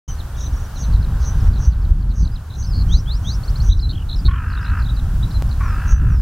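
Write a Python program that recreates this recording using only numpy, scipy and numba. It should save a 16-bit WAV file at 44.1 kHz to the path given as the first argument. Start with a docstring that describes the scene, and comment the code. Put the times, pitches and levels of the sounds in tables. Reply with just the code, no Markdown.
"""Wind rumbles on the microphone over a distant town's wash; its hardest buffets duck the gain control.
From the start a swallow twitters in gliding whistles and another small bird repeats a thin buzz.
Near 3 s the song climbs to rising whistles. At 4.3 s, as it fades, a crow on a power line gives a long
rattling caw: syrinx pulses ringing its throat. A click at 5.4 s, then a second caw and two far whistles."""
import sys
import numpy as np
from scipy import signal
from scipy.fft import rfft, irfft, next_fast_len
from scipy.io import wavfile
from scipy.ndimage import uniform_filter1d, minimum_filter1d
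from numba import njit

SR = 44100
rng = np.random.default_rng(int(sys.argv[2]) if len(sys.argv) > 2 else 0)


def generate_wav(signal):
    """Clip the signal to [-1, 1] and save it as 16-bit WAV at the path in sys.argv[1]."""
    frames = np.transpose(np.atleast_2d(signal))
    scaled = np.clip(frames, -1, 1) * 32767
    pcm = np.round(scaled).astype(np.int16)
    wavfile.write(sys.argv[1], SR, pcm)


N = 273861
TIME = np.arange(N) / SR


def caw(start_s, length_s, full_rate_hz, level_db):
    """Uneven syrinx pulses, swelling with each rattle, ring the throat as the beak opens."""
    pitch_swing, jitter, roughness = .044, .07, .35
    attack_s, release_s = .014, .028
    stop_s = start_s + length_s + release_s
    on = (TIME > start_s) & (TIME < stop_s)
    t, out = TIME[on], np.zeros(N)
    rattle_hz, depth_db, throat_hz, effort_db = caw_gesture(t - start_s, length_s, full_rate_hz)
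    rattle = np.cos(2 * np.pi * (np.cumsum(rattle_hz) / SR - .3 + .06 * drift(40, t)))
    pitch_hz = np.interp(throat_hz, [1120, 1400], [360, 310])   # sags as the throat opens
    strain = np.sqrt(np.maximum(depth_db, 0) / 10)   # deeper rattle, less regular pulses
    cycles = np.cumsum(pitch_hz * (1 + pitch_swing * rattle + jitter * strain * drift(350, t))) / SR
    pulses = rms_one(np.diff(np.floor(cycles), prepend=0) * from_db(2 * drift(300, t)))
    rasp = rms_one(rng.standard_normal(len(t)) * np.exp(-3 * (cycles % 1)))
    source = (pulses + roughness * strain * rasp) * from_db(depth_db * rattle / 2)
    throat = from_db(10) * resonate(source, throat_hz, width_hz=280)
    voice = band(source + throat, 950, 1830, order=4)
    voice += from_db(-3) * formant(source, throat_hz + 1200, width_hz=480)
    voice += from_db(-27) * band(source, 1200, 5500)
    voice /= np.sqrt(uniform_filter1d(voice ** 2, size=1700) + 1e-12)
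    edges = np.clip(np.minimum((t - start_s) / attack_s, (stop_s - t) / release_s), 0, 1)
    out[on] = voice * from_db(level_db + effort_db) * edges
    return out


def caw_gesture(t, length_s, full_rate_hz):
    """The rattle speeds up and deepens as the beak opens; the beak part closes and the tone clears."""
    first_rate_hz, speed_up_s = 26, .08
    opening_s, closing_s, clear_end_s = .26, .14, .035
    shut_depth_db, open_depth_db = 4.5, 10.5
    shut_hz, open_hz = 1072, 1448
    opening = np.sin(np.pi / 2 * np.clip(t / opening_s, 0, 1))
    closing = np.clip(1 + (t - length_s) / closing_s, 0, 1)
    rattling = np.clip((length_s - t) / clear_end_s, 0, 1)
    accent_db = 4 * np.exp(-t / .015)
    rattle_hz = full_rate_hz + (first_rate_hz - full_rate_hz) * np.exp(-t / speed_up_s)
    depth_db = shut_depth_db + (open_depth_db - shut_depth_db) * opening ** 2 + accent_db
    throat_hz = shut_hz + (open_hz - shut_hz) * (opening - .25 * closing)
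    effort_db = accent_db - 3 * opening ** 2 + 2 * closing * rattling   # softer wide open, last push
    return rattle_hz, depth_db * rattling, throat_hz, effort_db


def crow():
    """Two caws, the second softer."""
    # caws: (start [s], length [s], full rattle rate [Hz], level [dB])
    caws = [(4.276, .534, 55.7, -27.5), (5.598, .547, 56.9, -32.5)]
    return sum(caw(*row) for row in caws)


def swallow(notes, edge_s=.0029, waver_hz=40, ragged=.155, downstroke_db=3.5, flutter_db=1.5):
    """Pure whistles gliding through uneven pitch arches; multi-arch notes are louder on the way down."""
    # throat response: (frequency [Hz], gain [dB])
    throat = [(2400, -29), (3100, -14.5), (4000, 0.5), (4500, -9), (5200, -13.5), (6500, -20)]
    out = np.zeros(N)
    for start_s, length_s, from_hz, to_hz, arch_hz, arches, db in notes:
        on = (TIME > start_s) & (TIME < start_s + length_s)
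        t = TIME[on]
        progress = (t - start_s) / length_s
        turn = np.pi * round(arches) * progress
        arch = abs(np.sin(turn)) * (1 + ragged * drift(49.7, t))
        hz = from_hz + (to_hz - from_hz) * progress + arch_hz * arch + waver_hz * drift(470, t)
        falling = -np.sign(arch_hz) * np.sin(2 * turn) * (round(arches) > 1)
        level_db = db + downstroke_db * falling + flutter_db * drift(120, t)
        edges = np.clip(np.minimum(progress, 1 - progress) * length_s / edge_s, 0, 1)
        out[on] += from_db(level_db) * gain_at(throat, hz) * edges * whistle(hz)
    return out


def song_notes():
    """The swallow's song; the notes of a syllable run back to back."""
    # song: (start [s], syllable, relative level [dB])
    song = [(0.075, "peep", -32.5), (.185, "drop", -38), (.343, "trill", -43), (.523, "warble", -33.5),
            (.755, "drop", -41), (1.356, "warble", -37.5), (2.206, "tumble", -33), (2.314, "plunge", -34),
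            (2.498, "stutter", -39.5), (2.626, "ripple", -28.5), (2.89, "rise", -25.5),
            (3.059, "rise", -27), (3.243, "rise", -26.5), (3.433, "flick", -33.5), (3.478, "flick", -31.5),
            (3.556, "flick", -32), (3.601, "flick", -30), (3.69, "chip", -27.5), (3.711, "chip", -22.5),
            (3.772, "hook", -26), (3.889, "rasp", -25.5), (4.087, "stutter", -28), (4.157, "dip", -28.5),
            (4.249, "rasp", -26.5), (4.483, "tumble", -36.5), (4.566, "chip", -35.5), (4.608, "dip", -33.5),
            (4.643, "stutter", -39), (4.777, "tumble", -38.5), (4.853, "chip", -37), (4.884, "chip", -32),
            (5.223, "chip", -35), (5.289, "hook", -38)]
    # notes per syllable: (length [s], from [Hz], to [Hz], arch height [Hz], arches [count])
    syllables = { "drop": [(.038, 4290, 2760, 454, 1)], "plunge": [(.04, 4900, 5000, 32, 1),
                 (.04, 4680, 2620, -550, 1)], "peep": [(.04, 3030, 3000, 80, 1)],
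                 "chip": [(.027, 3100, 3480, 594, 1)], "trill": [(.136, 2840, 3020, 1020, 5)],
                 "warble": [(.151, 6730, 6970, -1350, 4)], "stutter": [(.064, 3290, 3310, 950, 4)],
                 "tumble": [(.075, 4470, 3610, 993, 3)], "ripple": [(.056, 3860, 4700, 905, 2),
                 (0.051, 5290, 4500, 260, 1), (.097, 5190, 5000, -900, 9)],
                 "rise": [(.123, 3060, 5900, -340, 1)], "flick": [(.035, 4150, 6540, -430, 1)],
                 "hook": [(.025, 5000, 3450, 1450, 1), (.029, 3500, 3950, 1400, 1),
                 (.036, 4200, 4100, -100, 1)], "rasp": [(.032, 3505, 3540, 934, 4),
                 (.113, 2500, 2220, 845, 5)], "dip": [(.054, 5920, 5700, -950, 2)]}
    notes = []
    for start_s, syllable, db in song:
        for length_s, *contour in syllables[syllable]:
            notes.append((start_s, length_s, *contour, db))
            start_s += length_s
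    return notes


def chatter_notes(level_db=-40.5, fall_hz=900, arch_hz=850, step_s=.09):
    """Faint tumbling notes in the song's quieter stretches."""
    # chatter spans: (from [s], to [s])
    spans = [(.82, 1.03), (1.201, 1.21), (1.52, 1.86), (2.0, 2.18), (4.95, 5.0), (5.49, 5.55)]
    notes = []
    for begin_s, end_s in spans:
        for slot_s in np.arange(begin_s, end_s, step_s):
            late, stretch, high, loud = rng.uniform(-1.1, 1, size=4)
            hz = 4400 + 400 * high
            contour = (hz + fall_hz / 2, hz - fall_hz, arch_hz, rng.integers(2, 6))
            notes.append((slot_s + .012 * late, .055 + .0157 * stretch, *contour, level_db + 2 * loud))
    return notes


def buzzing_bird(level_db=-38.5, centre_hz=6070, sweep_hz=430, shake_rate_hz=170, scatter_hz=170):
    """A high whistle shaken quickly in pitch, the swing narrowing as it fades."""
    # buzzes: (peak time [s])
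    peaks_s = [0.078, 0.427, .809, 1.269, 1.641, 2.198, 2.608, 2.945, 3.293, 3.687, 5.919]
    out = np.zeros(N)
    for peak_s in peaks_s:
        on = abs(TIME - peak_s) < .1
        t = TIME[on] - peak_s
        swing = whistle(shake_rate_hz * (1 + .182 * drift(148.5, t)))
        spread = np.clip(1 - t / .034, .3, 1)
        hz = centre_hz + spread * (sweep_hz * swing + scatter_hz * drift(701.4, t))
        swell = np.exp(-.5 * (t / .032) ** 2) * (1 + .54 * drift(404, t))
        out[on] += from_db(level_db) * swell * whistle(hz)
    return out


def wind(lumps_db=2, trim_db=-1.5, buffet_s=.0045, lull_s=.0077):
    """Lumpy turbulence with rounded crests; a large eddy sweeps it aside and lands as one push."""
    # wind strength: (time [s], level [dB])
    strength = [(0.12, -18.5), (0.26, -26.5), (0.56, -16), (0.7, -28), (0.94, -10), (1.28, -17),
                (1.58, -7.5), (2.26, -5.5), (2.46, -24), (2.78, -8), (3.48, -18.5), (3.76, -5),
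                (4.06, -16.5), (4.32, -7.5), (4.38, -11.5), (5.86, -16.5), (6.02, -2), (6.16, -6)]
    # turbulence spectrum: (frequency [Hz], relative density [dB])
    rumble = [(20, -5), (48, 2), (85, -4), (135, -12), (200, -22.5), (320, -35), (600, -53), (2000, -74.5)]
    # hard buffets: (time [s], peak [dB])
    buffets = [(.95, 2), (1.49, 3.7), (1.685, 7.2), (1.92, 9.2), (2.953, 3), (3.70, 6.5), (4.287, 6.5),
               (5.938, 6.3)]
    level_db = in_time(strength)
    turbulence = noise(rumble)
    turbulence /= np.sqrt(uniform_filter1d(turbulence ** 2, size=6000))
    turbulence *= from_db(level_db + trim_db + lumps_db * drift(35, TIME))
    crest = np.maximum(.93, 3 * from_db(level_db))
    out = crest * np.tanh(turbulence / crest)
    for peak_s, db in buffets:
        u = (TIME - peak_s) / buffet_s
        push = from_db(db) * (1 - u * u) * np.exp(-u * u / 2)
        lull = 1 - np.exp(-((TIME - peak_s) / lull_s) ** 2)
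        out = out * lull + push
    return out


def click(start_s=5.4233, level_db=-13, decay_s=.0011):
    """One sharp click: a step that sinks back."""
    return from_db(level_db) * (TIME >= start_s) * np.exp(-abs(TIME - start_s) / decay_s)


def far_bird(from_hz=6400, to_hz=4300, fall_s=.11, fade_s=.053):
    """Thin whistles that slide down and die away."""
    # whistles: (start [s], peak [dB])
    calls = [(5.61, -51), (6.079, -48)]
    out = np.zeros(N)
    for start_s, db in calls:
        t = np.maximum(TIME - start_s, 0)
        hz = to_hz + (from_hz - to_hz) * np.exp(-t / fall_s)
        swell = t / fade_s * np.exp(1 - t / fade_s)
        out += from_db(db) * swell * whistle(hz)
    return out


def town(hum_hz=777.3, hum_db=-59):
    """A distant wash that swells and sinks over a faint hum."""
    # wash spectrum: (frequency [Hz], relative density [dB])
    wash = [(150, 0.5), (500, -4), (1000, -2), (1550, -3), (2100, -18), (3000, -17), (6000, -23),
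            (12000, -57)]
    # wash swell: (time [s], level [dB])
    swell = [(0, -43), (1.7, -37.5), (2.6, -42), (6.2, -42)]
    hum = rms_one(formant(rng.standard_normal(N), hum_hz, width_hz=17))
    return from_db(in_time(swell)) * noise(wash) + from_db(hum_db) * hum


def microphone_hiss(level_db=-46.5):
    """Self-noise, independent per channel."""
    # hiss spectrum: (frequency [Hz], relative density [dB])
    spectrum = [(200, 5.5), (1000, 10.5), (2500, 3.2), (7000, 3.1), (15000, 0.44)]
    return from_db(level_db) * np.array([noise(spectrum), noise(spectrum)])


def outdoors(x, wet_db, t60_s, count=90):
    """Adds scattered echoes from houses and trees, nearly alike in both channels."""
    delays_s = rng.uniform(.006, .4, count)
    sizes = rng.choice([-1, 1], count) * from_db(-60 * delays_s / t60_s)
    echoes = np.zeros((2, SR))
    echoes[:, (delays_s * SR).astype(int)] = sizes * (1 + .022 * rng.standard_normal((2, count)))
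    echoes = band(echoes / np.linalg.norm(sizes), 300, 15000, order=1)
    return x + from_db(wet_db) * signal.fftconvolve(x[None], echoes, axes=1)[:, :N]


def from_db(db):
    return 10 ** (np.asarray(db) / 20)


def rms_one(x):
    return x / np.sqrt(np.mean(x ** 2) + 1e-20)


def whistle(hz):
    return np.sin(2 * np.pi * np.cumsum(hz) / SR)


def in_time(curve):
    return np.interp(TIME, *np.transpose(curve))


def gain_at(spectrum, hz):
    """Linear gain from (frequency [Hz], gain [dB]) rows."""
    points_hz, db = np.transpose(spectrum)
    return from_db(np.interp(np.log(np.maximum(hz, 1)), np.log(points_hz), db))


def band(x, low_hz, high_hz, order=2):
    return signal.sosfilt(signal.butter(order, [low_hz, high_hz], "band", fs=SR, output="sos"), x)


def noise(spectrum):
    """Coloured noise above 16 Hz, rms 1."""
    size = next_fast_len(N, True)
    hz = np.fft.rfftfreq(size, 1 / SR)
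    bins = rfft(rng.standard_normal(size)) * gain_at(spectrum, hz) * (hz > 16)
    return rms_one(irfft(bins, size)[:N])


def drift(rate_hz, t):
    """Random wander through rate_hz new values a second."""
    position = (t - t[0]) * rate_hz
    count = int(position[-1]) + 2
    return np.interp(position, np.arange(count), rng.standard_normal(count))


@njit
def resonate(x, hz, width_hz):
    """Resonance with a moving centre, peak gain 1."""
    r, y = np.exp(-np.pi * width_hz / SR), np.zeros(len(x))
    for i in range(2, len(x)):
        drive = (1 - r * r) / 2 * (x[i] - x[i - 2])
        y[i] = drive + 2 * r * np.cos(2 * np.pi * hz[i] / SR) * y[i - 1] - r * r * y[i - 2]
    return y


def formant(x, hz, width_hz):
    """Two resonances in series, for steep sides."""
    hz = hz * np.ones(len(x))
    return resonate(resonate(x, hz, width_hz), hz, width_hz)


def scene(start_s=.078, fade_in_s=.0062):
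    """Birds in the open air, with town, hiss, wind and a click; stereo."""
    birds = outdoors(crow(), wet_db=-9.5, t60_s=1.2)
    birds += from_db(1.95) * outdoors(swallow(song_notes() + chatter_notes()), wet_db=-15.5, t60_s=.11)
    birds += outdoors(buzzing_bird(), wet_db=0, t60_s=.049)
    birds += outdoors(far_bird(), wet_db=-4, t60_s=.3)
    fade_in = np.clip((TIME - start_s) / fade_in_s, 0, 1)
    return (birds + town() + microphone_hiss() + wind() + click()) * fade_in


def record(dry):
    """Gain control ducks just ahead of a peak and recovers slowly; a steep low-pass follows."""
    ceiling_db, recovery_db_per_s, cutoff_hz = -.6, 8.5, 15800
    over_db = np.maximum(20 * np.log10(abs(dry).max(axis=0) + 1e-9) - ceiling_db, 0)
    recovery_db = recovery_db_per_s * TIME
    held_db = np.maximum.accumulate(over_db + recovery_db) - recovery_db
    gain_db = uniform_filter1d(minimum_filter1d(-held_db, size=400), size=400)
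    low_pass = signal.ellip(12, .1, 80, cutoff_hz, fs=SR, output="sos")
    return signal.sosfilt(low_pass, dry * from_db(gain_db))


dry = scene()
out = record(dry)
generate_wav(out)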